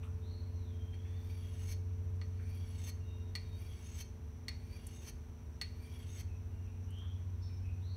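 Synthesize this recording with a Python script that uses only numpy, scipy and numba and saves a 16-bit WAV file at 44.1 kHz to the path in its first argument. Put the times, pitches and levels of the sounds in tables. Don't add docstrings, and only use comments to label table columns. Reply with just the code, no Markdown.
import sys
import numpy as np
from scipy import signal
from scipy.fft import rfft, irfft
from scipy.io import wavfile
from numba import njit

SR = 44100
rng = np.random.default_rng(int(sys.argv[2]) if len(sys.argv) > 2 else 0)


def digitize_waveform(pressure):
    field = np.atleast_2d(pressure).T
    bounded = np.clip(field, -1, 1)
    quanta = np.round(bounded * 32767).astype(np.int16)
    wavfile.write(sys.argv[1], SR, quanta)


N = 351276
T = np.arange(N) / SR


def from_db(db):
    return 10 ** (np.asarray(db) / 20)


def unit_rms(x):
    return x / np.sqrt(np.mean(x ** 2) + 1e-20)


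def drift(rate_hz):
    hop, settle = 40, 2000
    pole = np.exp(-2 * np.pi * rate_hz * hop / SR)
    white = rng.standard_normal(N // hop + settle + 2)
    slow = signal.lfilter([1], [1, -2 * pole, pole * pole], white)[settle:]
    return np.interp(np.arange(N) / hop, np.arange(len(slow)), unit_rms(slow))


def noise(spectrum):
    hz, db = np.transpose(spectrum)
    f = np.maximum(np.fft.rfftfreq(N, 1 / SR), 1)
    skirts = np.minimum(f / hz[0], 1) ** 4 * np.minimum(hz[-1] / f, 1) ** 4
    colour = from_db(np.interp(np.log(f), np.log(hz), db))
    return unit_rms(irfft(rfft(rng.standard_normal(N)) * skirts * colour, N))


def tone(hz):
    return np.sqrt(2) * np.sin(2 * np.pi * (np.cumsum(hz) / SR + rng.random()))


def bandpass(x, low_hz, high_hz):
    sos = signal.butter(2, [low_hz, min(high_hz, SR / 2.1)], "band", fs=SR, output="sos")
    return signal.sosfilt(sos, x)


def burst(start_s, decay_s):
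    return (T >= start_s) * np.exp(-np.clip((T - start_s) / decay_s, 0, 40))


@njit
def resonator(drive, omega, radius):
    out, state = np.zeros(len(drive)), 0j
    for i in range(len(drive)):
        state = state * radius[i] * complex(np.cos(omega[i]), np.sin(omega[i])) + drive[i] + 1e-18
        out[i] = state.imag
    return out


def echoes(x, t60_s, delay_s):
    t = np.arange(SR) / SR
    tail = bandpass(rng.standard_normal(SR), 240, 9000) * from_db(-60 * t / t60_s) * (t > delay_s)
    return signal.fftconvolve(x, tail / np.sqrt(np.sum(tail ** 2)))[:N]


# f/Hz, relative density/dB
RUMBLE_SPECTRUM = [(20, -26), (30, -21), (40, -3), (49, 3), (58, -1), (72, 4.5), (105, -3), (173, -15.5),
                   (295, -22.5), (370, -22), (500, -27.5), (960, -30.5), (1500, -37)]
HISS_SPECTRUM = [(1500, 1), (2400, 2), (3500, -3.5), (4800, -6), (7000, -11.5), (10500, -9), (13000, -11),
                 (16000, -12.5)]

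def outdoors(rumble_db=-49.5, hiss_db=-73.0, insects_db=-76.5, shimmer_db=1.5):
    insects = noise([(5200, -11.5), (5600, 2.0), (5900, 6.0), (6150, 2), (6500, -17)])
    insects *= from_db(insects_db + shimmer_db * drift(17))
    air = from_db(rumble_db) * noise(RUMBLE_SPECTRUM) + from_db(hiss_db) * noise(HISS_SPECTRUM)
    return air + insects


# t/s, f/Hz
BIRD_SWOOP = [(.33, 4170), (.56, 4220), (.73, 3220), (.9, 3160), (1.12, 3536), (1.38, 3740)]
# t/s, length/s, top f/Hz, source level/dB
BIRD_SLURS = [(.215, 0.17, 4290, -66), (6.871, 0.23, 3297, -64), (7.814, .15, 4320, -64.5)]
# t/s, length/s, f/Hz, source level/dB
BIRD_NOTES = [(3.0, 0.17, 2790, -69.5), (3.04, 0.18, 3730, -70.5), (3.442, 0.082, 3746, -66),
              (6.5, 0.18, 2793, -76), (7.42, 0.044, 5396, -60)]
# t/s, initial f/Hz, fall/fraction, source level/dB
BIRD_CHIPS = [(6.28, 2740, .1, -68.5), (6.65, 2710, .1, -70), (7.411, 5310, 0.36, -66.5),
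              (7.479, 2520, 0.053, -72), (7.64, 2685, .11, -63)]

def birds(full_rasp_hz=260, slur_rise=0.18, slur_top_at=0.7, chip_s=0.04):
    waver_hz = full_rasp_hz * drift(355)

    def whistle(start_s, length_s, db, pitch_hz, rasp):
        out = np.zeros(N)
        on = (T >= start_s) & (T < start_s + length_s)
        u = (T[on] - start_s) / length_s
        phase = 2 * np.pi * np.cumsum(pitch_hz(u) + rasp * waver_hz[on]) / SR
        out[on] = from_db(db) * np.sqrt(np.abs(np.sin(np.pi * u))) * np.sin(phase)
        return out

    swoop_s, swoop_hz = np.transpose(BIRD_SWOOP)
    onset_s, span_s = swoop_s[0], np.ptp(swoop_s)
    song = whistle(onset_s, span_s, db=-74, rasp=0.18,
                   pitch_hz=lambda u: np.interp(onset_s + u * span_s, swoop_s, swoop_hz))
    for start_s, length_s, top_hz, db in BIRD_SLURS:
        song += whistle(start_s, length_s, db, rasp=0.533,
                        pitch_hz=lambda u: top_hz * (1 - slur_rise * (1 - u / slur_top_at) ** 2))
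    for start_s, length_s, hz, db in BIRD_NOTES:
        song += whistle(start_s, length_s, db, lambda u: hz, rasp=0.12)
    for start_s, hz, fall, db in BIRD_CHIPS:
        song += whistle(start_s, chip_s, db, lambda u: hz * (1 - fall * u), rasp=0.48)
    return 0.86 * song + 0.88 * echoes(song, t60_s=0.63, delay_s=0.014)


# t/s, level/dB
COMPRESSOR_LEVEL = [(0.0, -45), (2.02, -39.5), (3.43, -45), (4.38, -55.5), (4.93, -52), (4.97, -60.5),
                    (6.25, -45), (7.9, -40.5)]
# f/Hz, initial level/dB, final level/dB
FAN_TONES = [(134.9, -72, -67.5), (152.7, -66, -68), (182.8, -77.5, -73.5), (219.1, -64.5, -66.5),
             (245.6, -61.5, -65.5), (352, -72.5, -74), (438.3, -63.5, -71.5), (593, -78, -88.5),
             (970, -83, -82.5)]

def air_conditioner(compressor_hz=91, step_hz=1.196, step_at_s=4.5, beat_hz=14.8, wander_hz=0.4):
    main_hz = compressor_hz + step_hz * (T > step_at_s)
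    main_db = np.interp(T, *np.transpose(COMPRESSOR_LEVEL))
    hum = from_db(main_db) * tone(main_hz)
    lower_db = -50.5 + 1.5 * drift(0.97)
    hum += from_db(lower_db) * tone(main_hz - beat_hz + wander_hz * drift(1.34))
    for hz, first_db, last_db in FAN_TONES:
        line_db = np.linspace(first_db, last_db, N) - drift(1.26)
        hum += from_db(line_db) * tone(hz + wander_hz * drift(3.35))
    return hum


# t/s, level/dB
HANDLE_TICKS = [(2.16, -73), (4.868, -46.5), (6.906, -62.5), (6.985, -69)]
# t/s, level/dB, centre f/Hz, decay/s
HAND_BRUSHES = [(0.03, -62, 2700, 0.023), (.032, -62.5, 1140, 0.072), (.032, -73, 8800, 0.044),
                (0.934, -64.5, 2160, .03), (1.05, -68, 2020, 0.064), (2.391, -65.5, 1790, 0.069),
                (7.018, -64.5, 1290, .05)]

def handling(tick_hz=9400, tick_decay_s=0.0053, edge_ratio=1.36):
    white = rng.standard_normal(N)
    ticks = [(start_s, db, tick_hz, tick_decay_s) for start_s, db in HANDLE_TICKS]
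    out = np.zeros(N)
    for start_s, db, hz, decay_s in ticks + HAND_BRUSHES:
        edges_hz = hz / edge_ratio, hz * edge_ratio
        rustle = unit_rms(bandpass(bandpass(white, *edges_hz), *edges_hz))
        out += from_db(db) * rustle * burst(start_s, decay_s)
    return out


# landing t/s, slip-off t/s, scrape level/dB, knock level/dB,
# knock tilt/(dB per 2 octaves), corner boost/dB
BLADE_STROKES = [(0.942, 1.732, -67.5, -65, 2, 10.5), (2.215, 2.897, -68, -51.5, -18, 13),
                 (3.353, 4.02, -66.5, -35.5, -3.5, 13), (4.483, 5.098, -67, -36, -4, 11.5),
                 (5.614, 6.212, -66.5, -34, -3.5, 9)]
# place/0-1, gain/dB
HAND_PRESSURE = [(0, -11), (.2, -7.5), (.42, -1.5), (.6, -2.5), (.8, -2), (1, 1)]

def stroke_motion(corner_share=0.15, lift_s=0.024):
    place, force = np.zeros(N), np.zeros(N)
    for start_s, end_s, scrape_db, _, _, corner_db in BLADE_STROKES:
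        u = np.clip((T - start_s) / (end_s - start_s), 0, 1)
        place = np.where(T >= start_s, u, place)
        touching = (T >= start_s) * np.clip((end_s - T) / lift_s + 0.5, 0, 1)
        pressure_db = np.interp(u, *np.transpose(HAND_PRESSURE))
        dig_db = corner_db * np.exp((u - 1) / corner_share)
        force += touching * from_db(scrape_db + pressure_db + dig_db)
    return place, force


def knocks(bounce_s=0.005, bounce_loss_db=4.5, slip_db=-57):
    rows = []
    for start_s, end_s, _, db, tilt_db, _ in BLADE_STROKES:
        rows += [(start_s, db, tilt_db),
                 (start_s + bounce_s, db - bounce_loss_db, tilt_db),
                 (end_s, slip_db, 0)]
    return np.transpose(rows)


# f/Hz, relative density/dB
CLACK_SPECTRUM = [(1100, -15), (1800, 1), (2400, 10), (3200, -22)]

def stone(re_knock_db=-17, decay_s=0.021):
    envelope = sum(from_db(knock_db + re_knock_db) * burst(start_s, decay_s)
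                   for start_s, _, _, knock_db, _, _ in BLADE_STROKES)
    return noise(CLACK_SPECTRUM) * envelope


# f/Hz, relative density/dB
GRIT_SPECTRUM = [(1700, -9), (2300, 1), (4000, -6), (6200, -2), (6800, -13), (9800, -12), (13000, -18),
                 (15500, -15)]
CORNER_SPECTRUM = [(1900, -27), (2300, 8), (2750, -16), (3700, -12), (4400, 4), (5000, -3.5), (6300, 9),
                   (7000, -19), (9500, -5), (12000, -2), (13500, -14), (15500, -16)]
CRACK_SPECTRUM = [(700, -16), (1100, 6), (2000, 10), (4500, 14.5), (6500, 4), (10000, -40), (15500, -5)]

def contact_noise(force, corner, crush, grit_db=-4.5, rasp_db=5, crack_db=-13):
    crackle = from_db(grit_db) * (1 - corner) * noise(GRIT_SPECTRUM)
    rasp = from_db(rasp_db) * corner * noise(CORNER_SPECTRUM)
    crack = from_db(crack_db) * crush * noise(CRACK_SPECTRUM)
    return force * (crackle + rasp) + crack


def grit_impacts(grains_per_s=5000, size_db=1.5):
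    clicks = (rng.random(N) < grains_per_s / SR) * rng.standard_normal(N)
    sizes = from_db(size_db * np.minimum(rng.exponential(1, N), 3))
    return unit_rms(clicks * sizes)


# f/Hz, free t60/s, struck gain/dB, scraped gain/dB,
# liveliest place/0-1, reach/stroke, pitch rise there/fraction
BLADE_MODES = [(1200, .02, -19, -20, .2, .4, .03), (1925, .03, -7, -5, .2, .2, .01),
               (2200, .025, -10, 2, .4, .35, .08), (2760, .025, -14, -3, .7, .3, .04),
               (3170, .018, -17, 4, .58, .2, .04), (3550, .016, -16, -2, .85, .15, .03),
               (4350, .06, 0, 4, .5, .24, .06), (4440, .025, -5, -6, .1, .2, .02),
               (5290, .025, -8.5, -2, .6, .25, .06), (5850, .02, -17, -1, .85, .25, .03),
               (6270, .033, -14, 5, .9, .15, .022), (7690, .05, -18, -3.5, .82, .22, .04),
               (8850, .022, -14, -2, .38, .18, .02), (9620, .05, -17, 2, .64, .22, .038),
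               (11120, .035, -28, -6.5, .7, .35, .004), (12020, .035, -18, -2, .42, .22, .02),
               (14450, .02, -32, -13, .95, .2, .01), (14980, .025, -30, -12.5, .5, .3, .015)]

def blade(chatter_db=1.5, rock_db=2.5, rock_share=0.01, base_coupling=0.15, damping=0.067,
          scrape_db=-8.5, crush_db=-23, corner_db=-4.5):
    place, force = stroke_motion()
    pressed = force > 0
    force *= from_db(chatter_db * drift(59))
    grains = grit_impacts()
    corner = np.exp((place - 1) / 0.059)
    place += 0.042 * drift(1.0)
    knock_s, knock_db, tilt_db = knocks()
    crush = sum(from_db(db) * burst(start_s, decay_s=0.0058) for start_s, db in zip(knock_s, knock_db))
    out = contact_noise(force, corner, crush)
    for hz, t60_s, struck_db, scraped_db, liveliest, reach, rise in BLADE_MODES:
        coupling = np.exp(-((place - liveliest) / reach) ** 2) * (1 - corner)
        glide = coupling * (rise + rock_share * drift(54))
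        omega = 2 * np.pi * hz / SR * (1 + glide)
        free_loss = np.log(1000) / (t60_s * SR)
        loss = free_loss * (1 + damping * pressed * (0.5 + 2 * corner))
        grip = base_coupling + coupling + from_db(corner_db) * corner
        rubbing = force * grip * from_db(scraped_db + scrape_db + rock_db * drift(11))
        crushing = crush * from_db(struck_db + crush_db)
        drive = grains * (rubbing + crushing) * 2 * np.sqrt(loss)
        strike_db = knock_db + struck_db + tilt_db * np.log2(hz / 4350) / 2
        drive[(knock_s * SR).astype(int)] += rng.choice([-1, 1]) * from_db(strike_db)
        out += resonator(drive, omega, np.exp(-loss))
    return out


def scene():
    near = blade() + stone() + handling()
    alcove = from_db(-13) * echoes(near, t60_s=0.36, delay_s=0.005)
    return (near + alcove + birds() + air_conditioner() + outdoors())[None]


# f/Hz, Q, depth/0-1
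RESPONSE_DIPS = [(4900, 9, .4), (10500, 12, .4)]
CUTOFF_HZ = 15650

def record(dry):
    for hz, q, depth in RESPONSE_DIPS:
        dry = dry - depth * signal.lfilter(*signal.iirpeak(hz, q, fs=SR), dry)
    return signal.sosfilt(signal.ellip(10, 0.1, 80, CUTOFF_HZ, fs=SR, output="sos"), dry)


dry = scene()
out = record(dry)
digitize_waveform(out)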